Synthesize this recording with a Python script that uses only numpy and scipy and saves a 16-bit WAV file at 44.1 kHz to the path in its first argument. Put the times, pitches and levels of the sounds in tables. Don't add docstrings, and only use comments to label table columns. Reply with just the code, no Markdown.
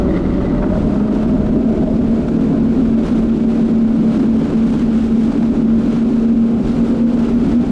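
import sys
import numpy as np
from scipy.fft import rfft, irfft, next_fast_len
from scipy.io import wavfile
from scipy.ndimage import uniform_filter1d, minimum_filter1d, map_coordinates

SR = 44100
rng = np.random.default_rng(int(sys.argv[2]) if len(sys.argv) > 2 else 0)


def materialize(psi):
    bounded = np.clip(np.atleast_2d(psi).T, -1, 1)
    quanta = np.round(bounded * 32767).astype(np.int16)
    wavfile.write(sys.argv[1], SR, quanta)


N = 340011

# (time [s], level [dB])
WIND_LEVEL = [(0, -22), (.88, -20.5), (1.05, -29), (1.3, -23), (1.6, -26), (1.88, -23.5), (2.4, -27),
              (3.08, -25), (3.5, -31), (3.85, -31.5), (4.2, -28.5), (4.4, -32), (5.0, -27.5), (5.95, -28.5),
              (6.3, -32), (6.65, -29.5), (7.45, -26.5), (7.7, -27)]
# (frequency [Hz], relative density [dB per Hz])
WIND_SPECTRUM = [(8, -5.5), (22, 1.5), (50, 4), (80, -1), (120, -4.5), (200, -3.5), (500, -28),
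                 (1500, -84.5)]
BUFFET_GAIN_DB = 2.5

# (time [s], build-up [s], spray surge [dB], drumming surge [dB], exhaust smothering [dB])
WAVELETS = [(0.765, 0.033, 4.5, -2, -4), (0.921, 0.12, 3.5, 2, 3), (1.16, 0.047, 4, -1.5, -2),
            (1.308, 0.066, 2, 4, 7.5), (1.45, 0.072, -1.5, 3.5, 22), (1.55, 0.037, -1.5, 4, 0.5),
            (1.681, 0.084, 1.5, 4.5, -0.5), (1.82, 0.1, 3, 3.5, -1), (2.05, 0.074, 2, 2.5, 0.5),
            (2.22, .06, 1.5, 2, 14), (2.421, 0.1, 3.5, 4, -3), (2.53, 0.067, 0.5, 4.5, 11),
            (2.789, 0.073, 4, 5, 2), (3.069, 0.062, 7.5, 2, 20), (3.17, 0.11, 5.5, 4, 3),
            (3.26, 0.023, 1.5, -1, -9), (3.369, 0.047, 3.5, 3, 11), (3.51, .03, 5, -2, -0.5),
            (3.63, 0.11, 5.5, 5.5, 3.5), (3.719, 0.057, 3, 3.5, 2), (4.03, 0.11, 4.5, 3, -7),
            (4.185, 0.13, 7.5, 5.5, 4), (4.481, 0.15, 7, 4.5, 7.5), (4.78, 0.23, 8, 4, 7.5),
            (5.041, 0.18, 5.5, 1, 2), (5.231, 0.069, 7.5, 2, -6), (5.35, 0.13, 5.5, 4.5, 16),
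            (5.44, 0.056, 3.5, 3, -4.5), (5.571, 0.043, 3.5, 5.5, 3), (5.84, 0.069, 6, 3.5, 1),
            (5.955, 0.096, 6.5, 1.5, 3), (6.17, 0.096, 6, 2.5, -1.5), (6.621, 0.041, 4, 5.5, 11),
            (6.681, .05, 8, 3.5, 5.5), (6.76, 0.089, 7, 3, 1), (6.87, 0.069, 7, 3.5, 4),
            (6.959, 0.064, 3.5, 3, 6.5), (7.099, 0.047, 4, -1, 1.5), (7.267, 0.17, 6.5, 2.5, 4),
            (7.491, 0.11, 7.5, 5, 18), (7.66, 0.08, 3.5, 3.5, 5)]
FALL_S, SMOTHER_S = .086, .033
# (frequency [Hz], relative density [dB per Hz])
WASH_SPECTRUM = [(250, -11), (500, 2), (800, -3.5), (1050, -5), (1380, 0.5), (1750, -10), (2600, -11),
                 (4500, -19.5), (9000, -36)]
# (frequency [Hz], relative density [dB per Hz])
SPRAY_SPECTRUM = [(300, -8), (700, 6), (1350, 5), (1800, 0), (3000, -.5), (4000, -3), (5200, -7),
                  (7000, -10), (8500, -12), (15000, -20)]
CALM_SPRAY_DB, CALM_WASH_DB, CALM_DRUM_DB = -48, -41.5, -19.5
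WASH_FOLLOWS, DRONE_SINKS = .5, .31
# (time [s], level [dB])
SLAPS = [(1.232, -31), (1.468, -33.5), (1.697, -37), (1.966, -35.5), (2.285, -30.5), (2.53, -33.5),
         (3.059, -32.5), (3.086, -29.5), (3.132, -30.5), (3.19, -34), (3.705, -37.5), (4.2, -30),
         (4.74, -32), (4.82, -31.5), (5.324, -30.5), (5.43, -30), (5.97, -32.5), (7.175, -35.5),
         (7.29, -32.5), (7.521, -30.5)]
SLAP_S = .008

# (frequency [Hz], width [Hz], relative level [dB])
HULL_MODES = [(161.7, 24, -3), (205.8, 47, -1), (255.4, 39, 4.5), (308, 78, -7), (408, 93, -15),
              (540, 110, -27.5), (714, 220, -34.5)]
PLOUGH_DB, PLANING_S = 1.5, 4.7

# (time [s], level [dB])
CHURN_LEVEL = [(0, -36), (.48, -40), (.62, -34.5), (.8, -43), (.88, -39), (1.25, -38), (1.8, -55.5),
               (3.2, -48.5), (4, -59)]
# (frequency [Hz], width [Hz], relative level [dB])
TUNNEL_MODES = [(715, 70, 5), (925, 130, 3), (1080, 150, -4), (1280, 170, -1), (1520, 140, -8)]
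# (time [s], level [dB])
GULPS = [(.412, -30), (.547, -29), (.626, -26), (.640, -22), (.672, -27), (.703, -26), (.734, -25.5),
         (.755, -27.5), (.773, -26), (.831, -29), (.960, -29), (1.004, -29)]
GULP_S = .006
# (frequency [Hz], relative density [dB per Hz])
COUGH_SPECTRUM = [(350, -18), (650, 4), (900, 0), (1100, -4), (1350, -2), (1700, -13), (2300, -24),
                  (4000, -45), (12000, -90)]
# (time [s], starting frequency [Hz], relative level [dB])
GURGLES = [(.670, 560, -19), (.771, 720, -21)]
GURGLE_S, GURGLE_FALL_S = .012, .035

# (time [s], level [dB])
GROWL_LEVEL = [(0, -29), (.2, -24.5), (.45, -26), (.7, -31), (1.1, -40.5), (2, -73.5)]
# (frequency [Hz], width [Hz], relative level [dB])
AIRBOX_MODES = [(282, 91, 3.5), (363, 64, -1), (1210, 320, -14.5), (1985, 240, -15), (3560, 2300, -30.5)]

# (time [s], crankshaft speed [rpm])
CRANK_SPEED = [(0, 3985), (.2, 3700), (.36, 3660), (.5, 3870), (.64, 3950), (.75, 4170), (.85, 4230),
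               (.97, 4130), (1.08, 4290), (1.18, 4290), (1.3, 4440), (1.42, 4310), (1.55, 4450),
               (2.05, 4475), (2.3, 4515), (2.85, 4530), (3.08, 4465), (3.3, 4505), (3.62, 4525),
               (3.85, 4495), (5.25, 4495), (5.45, 4550), (5.72, 4485), (5.9, 4570), (6.1, 4535),
               (6.85, 4625), (7.2, 4650), (7.45, 4730), (7.7, 4760)]
# (multiple of crankshaft speed [1], level [dB])
CRANK_TONES = [(2, -37), (4, -38.5), (5, -33), (6, -40), (7, -50), (8, -42.5), (10, -51), (14, -55)]
# (multiple of geared shaft speed [1], level [dB])
SHAFT_TONES = [(3, -43), (4, -47), (5, -51), (6, -58)]
GEAR_RATIO = 2.213
# (time [s], gain [dB])
SHAFT_SWELL = [(0, -2.5), (4.4, 1), (5, -7.5), (6.2, -2.5), (6.7, -4), (7.05, 12), (7.35, -4), (7.7, 0)]
# (multiple of crankshaft speed [1], level [dB])
GEAR_TONES = [(30, -60.5), (31, -66), (62, -73.5), (93, -72)]

# (time [s], level [dB])
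RASP_LEVEL = [(0, -23), (.35, -27), (1.3, -29.5), (1.85, -25), (2.3, -30.5), (3, -30), (3.6, -41.5),
              (7.7, -40.5)]
# (frequency [Hz], width [Hz], relative level [dB])
PIPE_MODES = [(305, 32, 0), (370, 100, 4.5), (602, 88, 0)]
# (time [s], share of the listed frequency [1])
PIPE_PITCH = [(0, .975), (.18, .925), (.33, .95), (.5, .962), (.62, .99), (.75, 1.008), (1.15, 1.028),
              (1.5, 1.02), (1.8, 1.05), (2.1, 1.003), (2.3, .995)]
# (time [s], level [dB])
HOWL_LEVEL = [(0, -32.5), (.25, -49), (.35, -30), (.6, -33), (.76, -30.5), (.95, -36), (1.15, -34.5),
              (1.5, -34), (1.8, -33.5), (2.15, -39), (2.6, -55), (3.4, -70)]
HOWL_HZ = 607
# (time [s], level [dB])
DRONE_LEVEL = [(0, -23.5), (.5, -22.5), (.85, -18), (1.08, -14), (1.42, -20), (1.8, -16), (2.4, -16.5),
               (2.7, -14), (3.8, -12), (5.5, -13), (7.7, -11.5)]

# (frequency [Hz], gain [dB])
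MIC_RESPONSE = [(5, -25), (22, 0), (8300, 0), (10000, -5.5), (12000, -12.5), (15000, -25)]
TOP_HZ = 15100


def amp(db):
    return 10 ** (np.asarray(db) / 20)


def unit(x):
    return x / np.sqrt(np.mean(x ** 2) + 1e-20)


def curves(rows):
    s, *columns = np.transpose(rows)
    return [np.interp(np.arange(N) / SR, s, column) for column in columns]


def wobble(rate):
    knots = rng.standard_normal(2048)
    coarse = np.arange(0, N + 64, 64)
    curve = map_coordinates(knots, [coarse * rate / SR], mode="mirror")
    return np.interp(np.arange(N), coarse, curve)


def noise():
    return rng.standard_normal(N)


def sparse_noise(per_s):
    return (rng.random(N) < per_s / SR) * noise()


def filtered(x, response):
    m = next_fast_len(N + SR // 2)
    return irfft(rfft(x, m) * response(np.fft.rfftfreq(m, 1 / SR)), m)[:N]


def shape(points):
    hz, db = np.transpose(points)
    return lambda f: amp(np.interp(np.log(f + 1), np.log(hz), db))


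def coloured(x, spectrum):
    return unit(filtered(x, shape(spectrum)))


def resonated(x, modes, skirt, muffle_hz):
    def response(f):
        power = 0
        for centre, width, db in modes:
            damping = (f * width) ** 2
            peak = damping / ((centre * centre - f * f) ** 2 + damping)
            power = power + amp(db) ** 2 * peak ** skirt
        return np.sqrt(power / (1 + (f / muffle_hz) ** 2) ** 3)
    return unit(filtered(x, response))


def bursts(rows, half_s):
    t = np.arange(0, N / SR, .0005)
    envelope = sum(amp(db) * np.exp(-((t - s) / half_s) ** 2) for s, db in rows)
    return curves(np.transpose([t, envelope]))[0]


def tones(turns, orders, waver_db, drift, rate):
    total = 0
    for multiple, db in orders:
        level = np.sqrt(2) * amp(db + waver_db * wobble(rate / 2))
        cycles = round(multiple) * turns + rng.random()
        total = total + level * np.sin(2 * np.pi * cycles + drift * wobble(rate))
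    return total


def ploughing():
    return np.clip(1 - np.arange(N) / SR / PLANING_S, 0, 1)


def ride():
    s, build_s, spray_db, drum_db, dip_db = np.transpose(WAVELETS)[:, :, None]
    t = np.arange(0, N / SR, .002)
    u = t - s
    swell = np.exp(-(u / np.where(u < 0, build_s, FALL_S)) ** 2)
    dip = np.exp(-(u / SMOTHER_S) ** 2)
    peaks = [(spray_db * swell).max(axis=0), (drum_db * swell).max(axis=0), (dip_db * dip).max(axis=0)]
    return curves(np.transpose([t, *peaks]))


def wind():
    gust_db, = curves(WIND_LEVEL)
    lumps = amp(1.6 * wobble(15)) * coloured(noise(), WIND_SPECTRUM)
    return amp(BUFFET_GAIN_DB + gust_db) * unit(lumps)


def wash(surge_db):
    slosh = amp(.9 * wobble(16) + 1.1 * wobble(90))
    level = amp(CALM_WASH_DB + WASH_FOLLOWS * surge_db)
    return level * slosh * coloured(noise(), WASH_SPECTRUM)


def spray(surge_db):
    flicker = amp(.6 * wobble(45) + .6 * wobble(140))
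    drops = unit(sparse_noise(600))
    clumps = amp(surge_db * (.14 * wobble(170) + .24 * wobble(700)))
    sheet = (noise() + .27 * drops) * flicker * clumps
    level = amp(CALM_SPRAY_DB + surge_db + .5 * wobble(23))
    return level * coloured(sheet, SPRAY_SPECTRUM)


def slaps():
    splash = [(300, -12.0), (700, 8.0), (1400, -2.5), (2000, -10), (4000, -16), (9000, -30.5)]
    return bursts(SLAPS, SLAP_S) * coloured(noise(), splash)


def hull(surge_db):
    shoves = noise() * amp(1.4 * wobble(45))
    drum_db = CALM_DRUM_DB + surge_db + PLOUGH_DB * ploughing()
    return amp(drum_db) * resonated(shoves, HULL_MODES, skirt=1.305, muffle_hz=1800)


def churn():
    churn_db, = curves(CHURN_LEVEL)
    pops = unit(sparse_noise(900))
    froth = (noise() + .41 * pops) * amp(1.5 * wobble(60))
    return amp(churn_db) * resonated(froth, TUNNEL_MODES, skirt=1.6, muffle_hz=7100)


def gulps():
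    sound = bursts(GULPS, GULP_S) * coloured(noise(), COUGH_SPECTRUM)
    for s, hz, db in GURGLES:
        t = np.maximum(np.arange(N) / SR - s, 0)
        cycles = hz * GURGLE_FALL_S * (1 - np.exp(-t / GURGLE_FALL_S))
        life = t / GURGLE_S
        envelope = np.sqrt(life) * np.exp(-life ** 2 / 2)
        sound = sound + 2 * amp(db) * envelope * np.sin(2 * np.pi * cycles)
    return sound


def growl(turns):
    growl_db, = curves(GROWL_LEVEL)
    stroke = .5 + .5 * np.cos(3 * np.pi * turns + .3 * wobble(40))
    size = amp(4.5 * wobble(70))
    thumps = resonated(stroke ** 24 * size, AIRBOX_MODES, skirt=1.4, muffle_hz=6000)
    gasps = resonated(noise() * (.89 + stroke) * size, AIRBOX_MODES, skirt=1.7, muffle_hz=6000)
    return amp(growl_db) * (.65 * thumps + .8 * gasps)


def howl():
    pitch, = curves(PIPE_PITCH)
    howl_db, = curves(HOWL_LEVEL)
    phase = 2 * np.pi * np.cumsum(HOWL_HZ * pitch) / SR
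    phase = phase + 1.0 * wobble(30) + .35 * wobble(90)
    raggedness = amp(2.5 * wobble(50) + 2 * wobble(14))
    return amp(howl_db) * unit(raggedness * np.sin(phase))


def rasp(beats, speed_rise):
    rasp_db, = curves(RASP_LEVEL)
    pitch, = curves(PIPE_PITCH)
    pulse = (.5 + .5 * np.cos(2 * np.pi * beats)) ** 6 * amp(3 * wobble(220))
    kicks = coloured(pulse, [(250, -29.5), (400, -13.0), (560, -7.5), (2000, 8.5)])
    puffs = unit(noise() * (.5 + pulse))
    blast = .19 * (1 - .5 * speed_rise) * kicks + 2 * puffs
    steps = np.linspace(.91, 1.05, 5)
    gliding = 0
    for step, share in zip(steps, np.eye(len(steps))):
        modes = np.array(PIPE_MODES) * [step, 1, 1]
        gliding = gliding + np.interp(pitch, steps, share) * resonated(blast, modes, skirt=1.56, muffle_hz=4000)
    return amp(rasp_db) * gliding


def drone(beats, drone_db, speed_rise):
    flutter = amp(1.96 * wobble(45))
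    jitter = .15 * wobble(30) + .07 * wobble(9)
    jitter = jitter + .9 * ploughing() * wobble(16)
    jitter = jitter + np.sqrt(1 - speed_rise) * wobble(45)
    return np.sqrt(2) * amp(drone_db) * flutter * np.sin(2 * np.pi * (beats + rng.random()) + jitter)


def engine(drone_db):
    rpm, = curves(CRANK_SPEED)
    sing_db, = curves(SHAFT_SWELL)
    speed_rise = np.clip((rpm - rpm[0]) / 550, 0, 1)
    stumble = .03 * (1 - speed_rise) * wobble(16)
    turns = np.cumsum(rpm / 60) / SR + stumble
    beats = 3 * turns
    crank = tones(turns, CRANK_TONES, waver_db=3.2, drift=.65, rate=16)
    lowest, *upper = [tones(GEAR_RATIO * turns, [row], waver_db=2.5, drift=.6, rate=12) for row in SHAFT_TONES]
    shaft = amp(sing_db) * lowest + sum(upper)
    whine = speed_rise * tones(turns, GEAR_TONES, waver_db=2, drift=1.5, rate=26)
    swell = amp(.044 * (drone_db - drone_db.mean()))
    exhaust = drone(beats, drone_db, speed_rise) + rasp(beats, speed_rise)
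    return exhaust + growl(turns) + swell * (crank + shaft) + whine


def scene():
    spray_db, drum_db, smother_db = ride()
    open_db, = curves(DRONE_LEVEL)
    drone_db = open_db - DRONE_SINKS * spray_db - smother_db
    lake = wash(spray_db) + spray(spray_db) + slaps() + hull(drum_db)
    pump = churn() + gulps()
    return (wind() + lake + pump + howl() + engine(drone_db))[None]


def limiter(x, ceiling_db=-6.5, release_db_per_s=200, size=160):
    peak_gain = np.minimum(1, amp(ceiling_db) / (np.abs(x) + 1e-9))
    over_db = -minimum_filter1d(20 * np.log10(peak_gain), size)
    recovery_db = release_db_per_s * np.arange(N) / SR
    duck_db = np.maximum.accumulate(over_db + recovery_db) - recovery_db
    return x * amp(-uniform_filter1d(duck_db, size))


def record(dry):
    membrane = shape(MIC_RESPONSE)
    return filtered(limiter(dry[0]), lambda hz: membrane(hz) * (hz < TOP_HZ))[None]


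dry = scene()
out = record(dry)
materialize(out)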